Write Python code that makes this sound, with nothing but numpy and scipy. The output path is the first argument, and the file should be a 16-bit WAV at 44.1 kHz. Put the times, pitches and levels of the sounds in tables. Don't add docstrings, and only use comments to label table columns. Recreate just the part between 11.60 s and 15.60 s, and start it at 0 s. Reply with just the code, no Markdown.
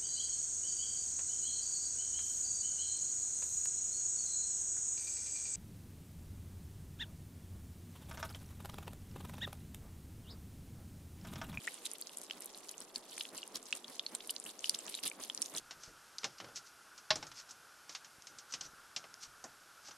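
import sys
import numpy as np
from scipy import signal
from scipy.fft import rfft, irfft, next_fast_len
from scipy.io import wavfile
from scipy.ndimage import uniform_filter1d, map_coordinates

SR = 44100
rng = np.random.default_rng(int(sys.argv[2]) if len(sys.argv) > 2 else 0)


def int16_out(signal):
    q = np.round(np.clip(np.atleast_2d(signal).T, -1, 1) * 32767)
    wavfile.write(sys.argv[1], SR, q.astype(np.int16))


N = 176400
DROP_SAMPLES = 1024


def amp(db):
    return 10 ** (np.asarray(db) / 20)


def unit_rms(x):
    return x / np.sqrt(np.mean(x ** 2) + 1e-20)


def balance(left_minus_right_db):
    return amp([[left_minus_right_db / 2], [-left_minus_right_db / 2]])


def over_hz(rows, hz):
    f, value = np.transpose(rows)
    return np.interp(np.log(hz + 1), np.log(f + 1), value)


def over_time(rows):
    return np.interp(np.arange(N) / SR, *np.transpose(rows))


def wobble(rate_hz):
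    return map_coordinates(rng.standard_normal(N // 50), [np.arange(N) * rate_hz / SR], mode="mirror")


def filtered(x, response):
    size = next_fast_len(N + SR // 2)
    return irfft(rfft(x, size) * response(np.fft.rfftfreq(size, 1 / SR)), size)[..., :N]


def stereo_noise(spectrum, correlation):
    def mid_side_gain(hz):
        angle = np.arccos(over_hz(correlation, hz)) / 2
        return amp(over_hz(spectrum, hz)) * [np.cos(angle), np.sin(angle)]
    mid, side = filtered(rng.standard_normal((2, N)), mid_side_gain)
    return unit_rms(np.array([mid + side, mid - side]))


def speckled(x, speck_db=4.5, patch_db=1):
    spectra = signal.stft(x, nperseg=128)[2]
    def field(bins, frames):
        noise = rng.standard_normal(spectra.shape[1:])
        return unit_rms(uniform_filter1d(uniform_filter1d(noise, bins, 0), frames, 1))
    gain = amp(speck_db * field(8, 2) + patch_db * field(3, 16))
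    return unit_rms(signal.istft(spectra * gain, nperseg=128)[1][:, :N])


def add(out, start_s, sound):
    i = int(np.clip(start_s * SR, 0, N))
    out[:, i:i + sound.shape[1]] += sound[:, :N - i]


# f/Hz, level/dB
WASH_SPECTRUM = [(15, -32), (24, -9), (34, -13.5), (54, -29), (92, -33), (140, -16), (210, -5), (310, 0),
                 (600, -3), (800, -5), (1200, -7.5), (1520, -13), (2100, -18), (3250, -43.5)]
# t/s, level/dB
WASH_ENVELOPE = [(0, -61.5), (1, -61), (2, -61), (4, -61)]
# f/Hz, L/R correlation
LOW_CORRELATION = [(30, 0.39), (70, 0.29), (150, 0.86), (1000, 0.91), (2500, 0.64)]


def wash():
    level_db = over_time(WASH_ENVELOPE) + 0.64 * wobble(24.56)
    return amp(level_db) * stereo_noise(WASH_SPECTRUM, LOW_CORRELATION)


# f/Hz, level/dB
HISS_SPECTRUM = [(1000, -26.5), (2000, -10), (3200, -5.5), (6000, -8), (9500, -7), (12000, -10),
                 (15000, -32)]
# f/Hz, L/R correlation
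HIGH_CORRELATION = [(2000, 0.48), (4000, 0.5), (8000, 0), (13000, 0.17)]
# t/s, level/dB
RAIN_ENVELOPE = [(0.0, -53), (0.4, -57), (0.8, -58), (1.14, -57), (1.3, -61), (1.44, -60), (1.66, -59),
                 (1.9, -61), (2.05, -57), (2.26, -59), (2.43, -58.5), (2.65, -57.5), (2.83, -58.5),
                 (2.95, -59), (3.28, -52), (3.55, -60), (3.84, -55), (4.0, -54)]


def hiss(gain_db=-2.5, sway_db=2.2):
    level_db = over_time(RAIN_ENVELOPE) + gain_db + sway_db * wobble(45)
    return amp(level_db) * speckled(stereo_noise(HISS_SPECTRUM, HIGH_CORRELATION))


def fine_drops(rate_hz=160, gain_db=1, clump_db=4.5):
    out = np.zeros((2, N))
    level_db = over_time(RAIN_ENVELOPE) + gain_db + clump_db * wobble(24.17)
    for i in rng.integers(0, N, int(rate_hz * N / SR)):
        add(out, i / SR, droplet(level_db[i]))
    return out


def droplet(db, spread_db=5):
    size = np.clip(rng.standard_normal(), -2, 2)
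    return amp(db + spread_db * size) * tick(hz=rng.uniform(4000, 11300), decay_s=0.00065, width_oct=0.38)


def tick(hz, decay_s, width_oct=0.34, attack_s=0.00019, correlation=0.19):
    t, f = np.arange(DROP_SAMPLES) / SR, np.fft.rfftfreq(DROP_SAMPLES, 1 / SR)
    band = 1 / (1 + (np.log2((f + 1) / hz) / width_oct) ** 4)
    mid, side = unit_rms(irfft(rfft(rng.standard_normal((2, DROP_SAMPLES))) * band))
    angle = np.arccos(correlation) / 2
    envelope = (1 - np.exp(-(t / attack_s) ** 2)) * np.exp(-t / decay_s)
    puff = envelope * (np.cos(angle) * mid + np.sin(angle) * side * [[1], [-1]])
    target_rms = np.sqrt(np.mean(envelope ** 2)) / envelope.max()
    return with_reflection(target_rms * unit_rms(puff))


def with_reflection(sound, gain=0.67, delay_s=(0.00031, 0.0018)):
    delays = (rng.uniform(*delay_s, 2) * SR).astype(int)
    echo = np.array([np.pad(side, (delay, 0))[:len(side)] for side, delay in zip(sound, delays)])
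    return sound + gain * echo


def small_plinks(rate_hz=24, level_db=-60.5, centre_hz=3400):
    out = np.zeros((2, N))
    for start_s in rng.uniform(0, N / SR, int(rate_hz * N / SR)):
        size, pitch, rise = np.clip(rng.standard_normal(3), -2, 2)
        note = plink(centre_hz * 2 ** (0.45 * pitch), ring_s=0.0028, rise_per_s=60 * abs(rise))
        add(out, start_s, amp(level_db + 2.2 * size) * note)
    return out


def plink(hz, ring_s, rise_per_s, attack_cycles=0.58, tremble_hz=1100, lag_s=0.00002):
    t = np.arange(DROP_SAMPLES) / SR
    age = t / ring_s
    swell, waver = [np.interp(t * tremble_hz, np.arange(40), knots)
                    for knots in rng.uniform(-1.5, 1.5, (2, 40))]
    pitch_hz = hz * (1 + rise_per_s * ring_s * age ** 1.37 + 0.059 * waver)
    stereo_offset = hz * lag_s * rng.normal() * np.array([[0.5], [-0.5]])
    phase = 2 * np.pi * (np.cumsum(pitch_hz) / SR + stereo_offset)
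    attack = 1 - np.exp(-(t * hz / attack_cycles) ** 2)
    envelope = attack * np.exp(-age ** 1.3) * amp(0.5 * swell)
    overtone = amp(-21) * np.exp(-age) * np.sin(2 * phase)
    impact = amp(-8) * tick(1.27 * hz, decay_s=0.00013)
    return envelope * (np.sin(phase) + overtone) + impact


# t/s, level/dB, f/Hz; the low row at 0.076 s is the knock of the big drop landing in water at
# 0.0754 s
FABRIC_DROPS = [(0.0717, -34.5, 7500), (0.076, -31.5, 1770), (0.1425, -35, 8800), (0.2559, -28, 9400),
                (0.2611, -32, 7700), (0.3149, -31, 7450), (0.3347, -30.5, 10200), (0.384, -38, 9600),
                (0.413, -27.5, 10200), (0.471, -35, 5800), (0.5715, -28, 9500), (0.585, -32, 9700),
                (0.616, -36.5, 9000), (0.6367, -36, 9900), (0.8062, -31.5, 10700), (0.821, -36.5, 7300),
                (0.845, -31, 12400), (0.8585, -28, 10500), (0.976, -37.5, 10400), (1.092, -33.5, 5500),
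                (1.113, -32.5, 10150), (1.1804, -35, 6700), (1.351, -40, 5700), (1.359, -34, 6100),
                (1.381, -39.5, 9000), (1.581, -32.5, 8050), (1.5986, -39, 8360), (1.635, -40, 8500),
                (1.7781, -32, 7600), (1.8771, -35.5, 9000), (1.9574, -26.5, 5160), (2.1258, -31, 6520),
                (2.1518, -33.5, 8400.0), (2.171, -35, 9470), (2.281, -39.5, 5000), (2.299, -38, 10200),
                (2.55, -25, 7570), (2.674, -31.5, 10300), (2.707, -21.5, 9420), (2.7636, -28, 4850),
                (2.7999, -31.5, 8400), (2.84, -35.5, 7960), (2.992, -34, 6160), (3.0582, -30.5, 4720),
                (3.0957, -20, 5170), (3.0948, -17, 9200), (3.1477, -28, 5960), (3.2654, -35.5, 6900),
                (3.2976, -30.5, 9950), (3.3509, -31, 9000), (3.438, -35, 6820), (3.4728, -38, 9000.0),
                (3.4785, -24.5, 9800), (3.499, -32.5, 8670), (3.637, -31, 5920), (3.7481, -28.5, 7250),
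                (3.7762, -29, 5300), (3.819, -19.5, 8120), (3.86, -32.0, 6360), (3.9648, -29.5, 7130),
                (3.9823, -27, 6440)]


def near_ticks(decay_s=0.00029, reference_hz=6900):
    out = np.zeros((2, N))
    for start_s, db, hz in FABRIC_DROPS:
        add(out, start_s, amp(db) * tick(hz, decay_s * (reference_hz / hz) ** 0.5))
    return out


def canopy(x, t60_s=0.083, gain_db=-15):
    t = np.arange(SR // 8) / SR
    tail = rng.standard_normal((2, len(t))) * amp(-60 * t / t60_s)
    return amp(gain_db) * signal.fftconvolve(x, tail / np.linalg.norm(tail[0]), axes=1)[:, :N]


# t/s, level/dB, f/Hz, ring/s, relative pitch rise/(1/s)
WATER_DROPS = [(0.0754, -31, 1746, 0.0059, 30.5), (0.0818, -38.5, 2470, 0.0025, 0),
               (0.2544, -37.5, 3340, 0.0032, 85), (0.2643, -31.5, 3440, 0.0011, 50),
               (0.4225, -38, 4260, 0.0026, 32), (0.4944, -40.5, 3050, 0.00064, 4),
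               (0.699, -34.5, 2900, 0.00072, 40), (0.7096, -29, 3070, 0.0014, 13),
               (0.9468, -43.5, 3900, 0.0021, 32), (1.1408, -51, 2750, 0.0036, 29),
               (1.3592, -29, 4250, 0.0017, 63), (1.579, -34, 2430, 0.0011, 2),
               (1.6088, -27.5, 3230, 0.0012, 0), (1.6109, -29.5, 3620, 0.00095, 62),
               (1.6528, -37, 2700.0, 0.0015, 138), (1.7837, -42, 3000, 0.0015, 0),
               (1.8301, -36.5, 3006, 0.0029, -14), (2.1267, -26, 2430, 0.0033, 76),
               (2.2442, -40.5, 3250, 0.0038, 25), (2.3949, -25.5, 3190, 0.0019, 111),
               (2.464, -29, 4100, 0.0021, 19), (2.6049, -42, 2945, 0.0036, 97),
               (2.695, -32, 2963, 0.0025, 43), (2.7032, -38.5, 4690, 0.0026, -3),
               (2.863, -40.5, 2830, 0.0034, 34), (3.0431, -26, 3093, 0.0017, 13),
               (3.0545, -43, 4530, 0.0056, -5), (3.096, -29, 4870, 0.0018, 2),
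               (3.145, -35, 3070, 0.00374, 182), (3.1894, -36, 7400, 0.002, 4),
               (3.2808, -33, 2793, 0.00075, 90), (3.3422, -33, 3790, 0.002, -11),
               (3.3506, -33.5, 3760, 0.0021, 0), (3.3749, -42, 3700, 0.0025, -2),
               (3.3893, -35.5, 2720, 0.00099, 184), (3.5148, -37.5, 2300, 0.0024, 5),
               (3.699, -29.5, 3500, 0.0024, 7), (3.8245, -25.5, 5644, 0.001, 24),
               (3.95, -35, 4240, 0.0011, 4), (3.977, -41, 3390, 0.0037, 2)]


def near_plinks(gain_db=5):
    out = np.zeros((2, N))
    for start_s, db, hz, ring_s, rise_per_s in WATER_DROPS:
        add(out, start_s, amp(db + gain_db) * plink(hz, ring_s, rise_per_s))
    return out


# centre t/s, half length/s, level/dB
SPRAY_BURSTS = [(0.156, 0.0092, -71), (0.264, .011, -55), (0.307, 0.017, -65), (0.592, 0.027, -74),
                (1.093, 0.0062, -56), (1.363, 0.016, -61), (1.528, 0.029, -60.5), (1.606, 0.029, -57.5),
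                (1.779, 0.024, -59), (1.96, 0.015, -56), (2.162, 0.021, -61), (2.326, 0.039, -66.5),
                (2.552, 0.0061, -52.5), (2.701, 0.011, -56.5), (2.887, 0.027, -57.5), (3.068, 0.045, -59.5),
                (3.149, 0.01, -54), (3.337, 0.047, -60), (3.438, 0.007, -49), (3.469, 0.018, -47),
                (3.634, 0.026, -57), (3.821, 0.0074, -53), (3.858, 0.011, -58), (3.978, 0.012, -51)]


def spray(rate_hz=480, gain_db=7.5):
    out = np.zeros((2, N))
    for centre_s, half_s, db in SPRAY_BURSTS:
        for offset in rng.uniform(-1.4, 1, int(2 * half_s * rate_hz)):
            add(out, centre_s + half_s * offset, droplet(db + gain_db))
    return out


# f/Hz, level/dB
MIST_SPECTRUM = [(1000, -21), (2000, -12), (3200, 0.5), (4500, -0.5), (6500, -15), (9500, -0.5),
                 (12000, -7), (15000, -27)]


def mist(gain_db=8.5, flutter_db=1.85):
    t = np.arange(N) / SR
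    power = sum(amp(db) ** 2 * np.exp(-2 * ((t - centre_s) / half_s) ** 2)
                for centre_s, half_s, db in SPRAY_BURSTS)
    noise = amp(flutter_db * wobble(500)) * stereo_noise(MIST_SPECTRUM, HIGH_CORRELATION)
    return amp(gain_db) * np.sqrt(power) * speckled(noise)


# f/Hz, level/dB
FABRIC_SPECTRUM = [(60, -28), (115, -14), (160, -7), (200, 0), (290, 1.5), (400, -3.5), (600, -6.5),
                   (1100, -7.5), (2200, -12), (4000, -30.5)]


def knock(pitch_ratio):
    size = 2 * DROP_SAMPLES
    magnitude = amp(over_hz(FABRIC_SPECTRUM, np.fft.rfftfreq(size, 1 / SR) / pitch_ratio))
    cepstrum = irfft(np.log(magnitude))
    blow = irfft(np.exp(rfft(2 * cepstrum[:size // 2], size)))
    return np.array([blow, blow]) / np.abs(blow).max()


# t/s, level/dB
JOLTS = [(.22, -70), (0.609, -63), (0.776, -58), (1.22, -59), (1.37, -58), (1.75, -53.5), (1.96, -54),
         (2.151, -57.5), (2.302, -57), (2.54, -54), (2.87, -57), (3.15, -59), (3.274, -53.5), (3.455, -52),
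         (3.602, -54), (3.8, -56.5), (3.956, -51.5)]


def thuds(count=4, spread_s=0.012, scatter_oct=0.21, knock_db=8, shudder_db=-0.5, rise_s=0.02, fall_s=0.011):
    t = np.arange(N) / SR
    knocks, envelope = np.zeros((2, N)), np.zeros(N)
    for centre_s, db in JOLTS:
        for slot in np.linspace(-1, 1, count):
            late, size, pitch = rng.uniform(-1, 1, 3)
            blow = amp(db + knock_db + 2 * size) * knock(2 ** (scatter_oct * pitch))
            add(knocks, centre_s + spread_s * (slot + late / count), blow)
        width_s = np.where(t < centre_s, rise_s, fall_s)
        envelope += amp(db + shudder_db) * np.exp(-((t - centre_s) / width_s) ** 2 / 2)
    return knocks + envelope * stereo_noise(FABRIC_SPECTRUM, LOW_CORRELATION)


# f/Hz, level/dB
DROP_RESPONSE = [(200, -33), (700, 0), (1100, -3), (9500, 1), (11500, -4), (13000, -7.5), (15500, -20)]


def scene():
    bed = wash() + hiss() + thuds() + mist()
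    near = (near_plinks() + near_ticks()) * balance(0.4)
    drops = near + canopy(near) + fine_drops() + spray() + small_plinks()
    drops = filtered(drops, lambda hz: amp(over_hz(DROP_RESPONSE, hz)))
    return (bed + drops) * balance(-0.9)


def record(dry):
    return filtered(dry, lambda hz: hz < 16000)


dry = scene()
out = record(dry)
int16_out(out)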